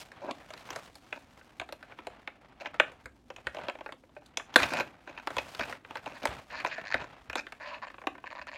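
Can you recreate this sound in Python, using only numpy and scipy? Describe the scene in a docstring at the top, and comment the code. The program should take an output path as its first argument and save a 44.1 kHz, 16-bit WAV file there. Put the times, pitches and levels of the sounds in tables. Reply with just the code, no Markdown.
"""Small hands cut and twist stiff plastic toy packaging on a desk, close by in a furnished room.
Over a quiet hush of shaped noise, a rustle of tiny noise grains opens; snips and clacks ring the plastic shell.
Soft desk bumps join in, and two hard clacks stand out near 2.8 and 4.6 s; after the second the shell crumples
strongly, in showers of buckles. From about 6 s twisted parts creak in stick-slip bursts, which return near
the end. The room answers snips, crumples and creaks with a brief tail of fading noise."""
import sys
import numpy as np
from scipy import signal
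from scipy.fft import rfft, irfft, next_fast_len
from scipy.io import wavfile
from scipy.ndimage import uniform_filter1d, map_coordinates

SR = 44100
rng = np.random.default_rng(int(sys.argv[2]) if len(sys.argv) > 2 else 0)


def to_wav(sig):
    """Store sig (one row per channel, or 1-D mono) as 16-bit WAV at the path in sys.argv[1].

    Samples outside -1..1 are clipped; the rate is SR.
    """
    pcm = np.clip(np.atleast_2d(sig), -1, 1) * 32767
    pcm = np.round(pcm).astype(np.int16)
    wavfile.write(sys.argv[1], SR, pcm.T)  # frames by channels


N = 377937  # length in samples
LOW_HZ, HIGH_HZ = 1100, 3500  # thud lies below the first, edge and sheen above the second


def undb(db):
    """Turn decibels into a plain gain."""
    return 10 ** (np.asarray(db) / 20)


def unit(x):
    """Scale a sound to an average (RMS) level of 1."""
    return x / np.sqrt(np.mean(x ** 2))


def ring(x, hz, width_hz):
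    """One damped resonance, gain 1 at its centre; a wider one dies sooner."""
    return signal.lfilter(*signal.iirpeak(hz, hz / width_hz, fs=SR), x)


def colour(x, points):
    """Shape a long sound by a spectrum given as (pitch_hz, level_db) points."""
    hz, db = np.transpose(points)
    size = next_fast_len(len(x))
    f = np.maximum(np.arange(size // 2 + 1) * SR / size, 1)
    gain = undb(np.interp(np.log(f), np.log(hz), db))
    return irfft(rfft(x, size) * gain, size)[:len(x)]


def split(x, lo_hz, hi_hz):
    """Keep only the band between two pitches."""
    return signal.sosfilt(signal.butter(2, [lo_hz, hi_hz], "band", fs=SR, output="sos"), x)


def decay(x, fade_ms):
    """Give every impulse a tail that fades exponentially."""
    return signal.lfilter([1], [1, -np.exp(-1000 / (fade_ms * SR))], x)


def walk(rate):
    """Random levels held 1 / rate s and slewed; spread near 1."""
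    hold = int(SR / rate)
    steps = np.repeat(rng.standard_normal(N // hold + 1), hold)
    return unit(uniform_filter1d(steps, hold)[:N])


# Spectrum of the quiet house: pitch_hz, relative level_db (per Hz)
HUSH_SPECTRUM = [(20, -25.5), (45, -0.5), (75, -3), (170, -8), (265, -1), (420, -14.5), (800, -17.5),
                 (2500, -45), (16400, -54.5)]
HUSH_DB = -63.5


def hush():
    """The quiet of the house: shaped noise, wavering a little."""
    noise = unit(colour(rng.standard_normal(N), HUSH_SPECTRUM))
    return noise * undb(HUSH_DB + 0.34 * walk(4.6))


# How long the room holds each band: pitch_hz, t60_s (time to fall by 60 dB)
ROOM_FADES = [(260, 0.38), (600, 0.22), (1400, 0.21), (2900, 0.21), (9000, 0.26)]
ROOM_DB = -14.5


def room(x):
    """Many overlapping echoes blur into a tail of noise; each band fades at its own speed."""
    t = np.arange(SR // 2) / SR
    tail = 0
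    for hz, t60_s in ROOM_FADES:
        band = split(rng.standard_normal(len(t)), hz / 1.35, hz * 1.44)
        tail = tail + band * np.exp(-np.log(1000) * t / t60_s)
    tail *= np.clip(t / 0.0055, 0, 1)  # the echoes build up over the first 5.5 ms
    return undb(ROOM_DB) * signal.fftconvolve(x, tail / np.sqrt(np.sum(tail ** 2)))[:N]


# Handling by sleeves and film: start_s, body_db, sheen_db (over 3.5 kHz)
RUSTLE_LEVELS = [(0., -47, -44), (0.042, -60, -67), (.18, -57, -72.5), (.77, -49.5, -59.5),
                 (.9, -60.5, -65), (2.5, -61.5, -80), (2.895, -53.5, -74.5), (3.2, -75, -76.5),
                 (3.601, -51, -69.5), (3.999, -74.5, -75.5), (4.521, -56, -76), (4.6, -38, -43.5),
                 (4.817, -38.5, -59), (4.95, -58.5, -77.5), (5.5, -48.5, -55.5), (5.721, -42.5, -54.5),
                 (5.8, -59, -74.5), (6.3, -45, -58.5), (6.41, -47, -63), (6.44, -57, -67.5),
                 (6.999, -50.5, -73.5), (7.2, -60, -74), (8.57, -64, -74)]
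# Spectrum of rubbed cloth and film: pitch_hz, relative level_db (per Hz)
FILM_SPECTRUM = [(120, 3.5), (300, -7.5), (700, 1.5), (1500, -4), (2600, -7.5), (4000, -13.5),
                 (7000, -20.5), (16000, -32)]


def rustle(grains_per_s=600.0, spread_db=3.8, smear_ms=3.3, flicker_db=(3.0, 1.5)):
    """Cloth and film crackle in tiny grains of unequal size, each with a short tail; body and sheen flicker apart."""
    s, body_db, sheen_db = np.transpose(RUSTLE_LEVELS)
    t = np.arange(N) / SR
    sizes = undb(spread_db * rng.standard_normal(N))
    grains = (rng.random(N) < grains_per_s / SR) * sizes
    tails = decay(grains, smear_ms)
    glide = 0.5 * np.mean(tails)  # cloth sliding smoothly under the grains
    bands = [(120., HIGH_HZ, body_db), (HIGH_HZ, 17000., sheen_db)]
    out = 0
    for (lo, hi, db), flick_db in zip(bands, flicker_db):
        rubbing = (tails + glide) * rng.standard_normal(N)
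        film = colour(rubbing * undb(flick_db * walk(30)), FILM_SPECTRUM)
        out = out + unit(split(film, lo, hi)) * undb(np.interp(t, s, db))
    return out


# An arm or the box bumps the desk: start_s, peak_db
DESK_BUMPS = [(1.594, -48), (3.049, -46.5), (3.465, -44), (4.612, -40.5), (5.365, -44), (5.587, -44.5),
              (6.283, -37), (6.943, -41.5), (7.287, -46.5)]
# Ways the desk rings: pitch_hz, width_hz, relative level_db
DESK_MODES = [(67, 8.8, 2.5), (138, 66, 5)]


def bumps(push_ms=11.7):
    """A soft push sets the desk's low modes going."""
    s, db = np.transpose(DESK_BUMPS)
    t = np.arange(SR // 4) / SR
    push = np.convolve(np.hanning(int(push_ms * SR / 1000)), t == 0)
    thump = sum(undb(mode_db) * ring(push, hz, width_hz) for hz, width_hz, mode_db in DESK_MODES)
    thump = split(thump, 57.0, 370.0)  # the deepest bass is cut away below the thump
    starts = np.zeros(N)
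    starts[(s * SR).astype(int)] = undb(db)
    return signal.fftconvolve(starts, thump / np.abs(thump).max())[:N]


# The plastic changes shape as it is worked, so each mode comes and goes
BEND_DB, BENDS_PER_S = 3, 45


def bursts(table, modes, edge_db, uneven, scatter_db, grip_ms, swell_db_per_s):
    """Trains of uneven jerks, each a brief scrape, ring the modes; the valleys between these are dark."""
    jerks = np.zeros((3, N))  # what drives the low, middle and high modes
    for start, end, rate, db, thud_db in table:
        chance = rng.standard_normal((96, 2))
        gaps = np.exp(uneven * chance[:, 0] - uneven ** 2 / 2) / rate
        at = start + np.cumsum(gaps) - gaps[0]
        keep = at < min(end, (N - 1) / SR)
        at = at[keep]
        # the longer the push, the more it swells and eases
        arch = np.sin(np.pi * (at - start) / (end - start)) - 1
        effort_db = swell_db_per_s * (end - start) * arch
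        size = undb(db + effort_db + scatter_db * chance[keep, 1]) / np.sqrt(rate / SR)
        jerks[:, (at * SR).astype(int)] += size * undb([[thud_db], [0], [edge_db]])
    jerks += 0.18 * rng.standard_normal(N) * decay(jerks, grip_ms)  # scrape after each jerk
    top_db = max(db for hz, _, db in modes if hz > HIGH_HZ)
    out = 0
    for k, (hz, width_hz, db) in enumerate(modes):
        band = int(hz > LOW_HZ) + int(hz > HIGH_HZ)
        drive = jerks[band] * undb(BEND_DB * walk(BENDS_PER_S))
        gain = undb(db - top_db * (hz > HIGH_HZ))
        # neighbouring modes swing in opposite sense, so they add up between their peaks
        out = out + (-1) ** k * gain * ring(ring(drive, hz, width_hz), hz, width_hz)
    return undb(11.5) * out  # narrow modes pass little of a jerk's energy


# Twisted parts creak: start_s, end_s, slips_per_s, relative level_db, thud_db (added under 1.1 kHz)
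CREAK_BURSTS = [(6.145, 6.183, 270, -59.5, -2), (6.503, 6.62, 265, -53, -2.5),
                (6.695, 6.75, 290, -51.5, -7), (6.761, 6.806, 183, -54, -10), (6.853, 6.892, 105, -50, -10),
                (6.904, 6.938, 90, -49, -3), (7.6, 7.785, 300, -55.5, 3.5), (7.819, 7.85, 245, -54.5, 0),
                (7.865, 7.885, 218, -58, 5), (8.258, 8.278, 170, -57.5, 3.5), (8.304, 8.334, 127, -57.5, 4),
                (8.352, 8.374, 170, -57.5, 2), (8.381, 8.399, 145, -57, 1), (8.415, 8.429, 204, -56.5, 1.5),
                (8.477, 8.496, 170, -53.5, -1), (8.516, 8.568, 143, -56, 1.5)]
# Ways the twisted joint rings: pitch_hz, width_hz (of one resonance), relative level_db
JOINT_MODES = [(284, 110, -10), (596, 158, 6), (1000, 330, 8), (1710, 480, 8), (2490, 810, 2),
               (4330, 1330, -5.5), (6900, 1100, -21)]


def creaks():
    """Stick-slip at the joint: nearly even, crisp slips of like size."""
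    return bursts(CREAK_BURSTS, JOINT_MODES, edge_db=-6.5, uneven=.12, scatter_db=2.0,
                  grip_ms=2.22, swell_db_per_s=48.5)


# The shell crumples: start_s, end_s, buckles_per_s, relative level_db, thud_db (added under 1.1 kHz)
CRUMPLE_BURSTS = [(0.216, 0.313, 570, -66, 17), (1.125, 1.181, 223, -60, 7.5),
                  (2.601, 2.68, 144, -57.5, 0.5), (4.571, 4.657, 326, -46, -3),
                  (4.705, 4.819, 360, -45, -1), (5.074, 5.11, 320, -59.5, 5), (5.15, 5.2, 193, -63, 5),
                  (5.375, 5.41, 194, -47, -2.5), (5.599, 5.639, 416, -44.5, -4.5),
                  (6.2, 6.25, 84, -52.5, 1.5), (6.069, 6.14, 110, -56.5, 3.5),
                  (6.65, 6.691, 220, -48.5, -28), (6.953, 7.05, 126, -56, 2), (7.358, 7.415, 170, -46, -7)]
# Ways the plastic shell rings, also when struck: pitch_hz, width_hz (of one resonance), relative level_db
SHELL_MODES = [(289.3, 166, 0), (600, 160, 6), (931, 276, 1.5), (1540, 455, 0.5), (2445, 474, 2),
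               (3970, 910, -5.5), (5100, 1400, -11.5), (6600, 1630, -15.5), (12130, 2400, -29.5)]


def crumples():
    """Buckling of the shell: a shower with chance gaps and chance sizes."""
    return bursts(CRUMPLE_BURSTS, SHELL_MODES, edge_db=-12.5, uneven=0.64, scatter_db=4.5,
                  grip_ms=2.66, swell_db_per_s=21.0)


LEAN_DB_PER_OCT = 3.5  # a blow favours the modes near its pitch
PIECE_DB, PIECE_CYCLES = -19.5, 7  # the loose piece that is struck rings briefly at the blow's pitch
# Contact takes a moment to build: time at level 0 dB, and dB of lengthening per dB softer
RISE_MS, SOFTER = 0.17, 0.39
# Snips, clicks and clacks: start_s, level_db, brightness_db, pitch_hz
CLICK_BLOWS = [(0.117, -38.5, -10, 1540), (0.31, -30.5, -5, 1090), (0.504, -33, -13.5, 620),
               (0.536, -37, -3.5, 960), (0.575, -45, -4, 2430), (0.611, -48, -8, 1300),
               (0.689, -35, -17, 1000), (0.704, -30, -6.5, 1060), (0.73, -38, -8, 1000),
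               (0.76, -27.5, -6, 643), (0.954, -45, -0.5, 870), (1.127, -21, -20, 2600),
               (1.412, -40, -39, 1530), (1.598, -24.5, -11, 2560), (1.614, -27.5, -20, 660),
               (1.689, -35, -16, 840), (1.724, -29, -7, 575), (1.827, -36.5, -16, 1420),
               (1.921, -35.5, -36, 1500), (1.988, -32, -18, 986), (2.069, -25.5, -13.5, 686),
               (2.275, -26, -16.5, 2300), (2.617, -32, -17, 663), (2.658, -25.5, -18.5, 2280),
               (2.742, -34, -16.5, 1280), (2.7987, -3.5, -21, 2490), (2.8004, -10.5, -17.5, 1513),
               (2.918, -38.5, -16, 480), (3.057, -33, -12.5, 1470), (3.302, -29, -16.5, 535),
               (3.362, -38, -7.5, 2560), (3.382, -39.5, -27, 510), (3.469, -19.5, -16.5, 1480),
               (3.546, -30.5, -12, 596), (3.568, -28, -15.5, 596), (3.585, -27.5, -25, 635),
               (3.6, -38, -24, 1490), (3.618, -38, -22, 1480), (3.635, -31.5, -19, 600),
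               (3.669, -35, -41, 630), (3.684, -20, -17, 572), (3.697, -25, -15.5, 2660),
               (3.752, -32, -24, 613), (3.787, -38, -19, 888), (3.808, -28, -23, 610),
               (3.861, -26.5, -20.5, 865), (3.89, -30.5, -25, 570), (3.922, -32.5, -11.5, 1090),
               (4.035, -42, -38.5, 514), (4.092, -47.5, -41, 600), (4.165, -31, -42, 600),
               (4.219, -44.5, -40.5, 806), (4.26, -62, 6.5, 1500), (4.372, -22, -1.5, 2290),
               (4.397, -28, -27, 1700), (4.54, -35.5, -3.5, 960), (4.5588, -1, -12.5, 1590),
               (4.5621, -6.5, -7, 496), (4.601, -17, -14, 1270), (4.621, -21.5, -16, 2460),
               (4.631, -16.5, -7.5, 2480), (4.6366, -17, -16, 2440), (4.736, -20.5, -7.5, 890),
               (4.77, -24.5, -12, 2440), (4.799, -21, -8.5, 960), (5.075, -34, -22, 1510),
               (5.176, -30.5, -22, 2630), (5.272, -19.5, -13.5, 905), (5.304, -27.5, -17, 630),
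               (5.367, -21, -13, 1010), (5.383, -20, -10, 2570), (5.414, -39, -25, 740),
               (5.548, -36.5, -1.5, 1280), (5.594, -22, -11.5, 660), (5.696, -32.5, -11.5, 690),
               (5.725, -26, -17, 1710), (5.848, -33.5, -27, 1890), (5.908, -29.5, -15.5, 900),
               (5.955, -26.5, -13, 890), (5.97, -31, -11, 1550), (6.06, -26, -16.5, 846),
               (6.231, -34.5, -5, 850), (6.254, -13, -12, 890), (6.272, -27, -9.5, 2300),
               (6.602, -30, -14, 2290), (6.6477, -15.5, -18.5, 1000), (6.665, -24.5, -16.5, 1000),
               (6.781, -25.5, -21, 650), (6.812, -33.5, -17, 1800), (6.839, -34, -27, 1870),
               (6.942, -14, -14, 1710), (6.949, -17.5, -33, 261), (7.298, -26, -12.5, 1630),
               (7.33, -27.5, -14.5, 1590), (7.355, -19.5, -10.5, 930), (7.467, -33, -17, 1780),
               (7.522, -32.5, -10.5, 1660), (7.901, -36.5, -19, 1800), (7.942, -35.5, -26, 1180),
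               (7.982, -34, -31, 1100), (8.016, -35.5, -21, 1040), (8.038, -36, -36, 1070),
               (8.07, -14.5, -17.5, 764), (8.152, -36.5, -27, 1040), (8.18, -37, -25, 1000),
               (8.24, -29, -32, 1090), (8.469, -33.5, -16, 1270)]
# Thud, body, snap and edge of a blow: level_db (added to the blow's), gain in dB per dB of brightness
BLOW_PARTS = [(-7, 0.07), (-2, 0.0843), (2, 0.22), (5.5, 1.32)]
# Borders of those four parts: pitch_hz
PART_EDGES_HZ = (230, 700, 1700, 3500, 18000)
# How long those four parts last: fade_ms
PART_FADE_MS = (18, 10.4, 5, 3.3)


def clicks(scatter_db=3.0, rattle=0.29, blow_ms=4.9, harder=0.45, flex=0.048):
    """Each blow, a hard tick plus a short rattle of contact, shares among the shell's modes by where it lands."""
    s, db, bright_db, pitch_hz = np.transpose(CLICK_BLOWS)
    t = np.arange(2048) / SR

    def lean_db(hz):
        """Weaken what lies far from the blow's pitch."""
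        return -LEAN_DB_PER_OCT * np.abs(np.log2(np.clip(hz, 500, 2500) / pitch_hz))

    fade_ms = (blow_ms * undb(-harder * db))[:, None]  # a harder blow is a shorter one
    blow = rattle * rng.standard_normal((len(s), len(t))) * np.exp(-1000 * t / fade_ms)
    blow[:, 0] += 1.6  # the hard tick
    shell = 0
    for k, (hz, width_hz, mode_db) in enumerate(SHELL_MODES):
        share_db = mode_db + lean_db(hz) + scatter_db * rng.standard_normal(len(s))
        shell = shell + (-1) ** k * undb(share_db)[:, None] * ring(blow, hz, width_hz)
    # the grip flexes the shell, so all its modes shift a little from blow to blow
    read = np.arange(len(t)) * np.exp(flex * rng.standard_normal((len(s), 1)))
    shell = map_coordinates(shell, [np.arange(len(s))[:, None] + 0 * read, read])
    turns = pitch_hz[:, None] * t
    shell += undb(PIECE_DB) * np.sin(2 * np.pi * turns) * np.exp(-turns / PIECE_CYCLES)
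    rise = 1 - np.exp(-1000 * t / (RISE_MS * undb(-SOFTER * db))[:, None])
    sound = 0
    for lo, hi, (rel_db, slope), ms in zip(PART_EDGES_HZ, PART_EDGES_HZ[1:], BLOW_PARTS, PART_FADE_MS):
        part = split(split(shell, lo, hi), lo, hi) * np.exp(-1000 * t / ms) * rise
        part_lean_db = lean_db(np.sqrt(lo * hi)) * (lo < HIGH_HZ)  # the edge does not lean
        part_db = db + rel_db + slope * bright_db + part_lean_db
        sound = sound + part * (undb(part_db) / np.abs(part).max(axis=1))[:, None]
    out = np.zeros(N + len(t))
    for at, row in zip((s * SR).astype(int), sound):
        out[at:at + len(t)] += row
    return out[:N]


def scene():
    """Add the plastic sounds, the room's answer to them, and the softer layers."""
    near = clicks() + creaks() + crumples()
    return (near + room(near) + bumps() + rustle() + hush())[None]


def record(dry):
    """Peaks near full scale are rounded and the top is cut steeply."""
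    rounded = dry / (1 + dry ** 4) ** .25
    top_cut = signal.ellip(10, .2, 60, 16300, fs=SR, output="sos")  # cut above 16300 Hz
    return signal.sosfilt(top_cut, rounded)


dry = scene()
out = record(dry)
to_wav(out)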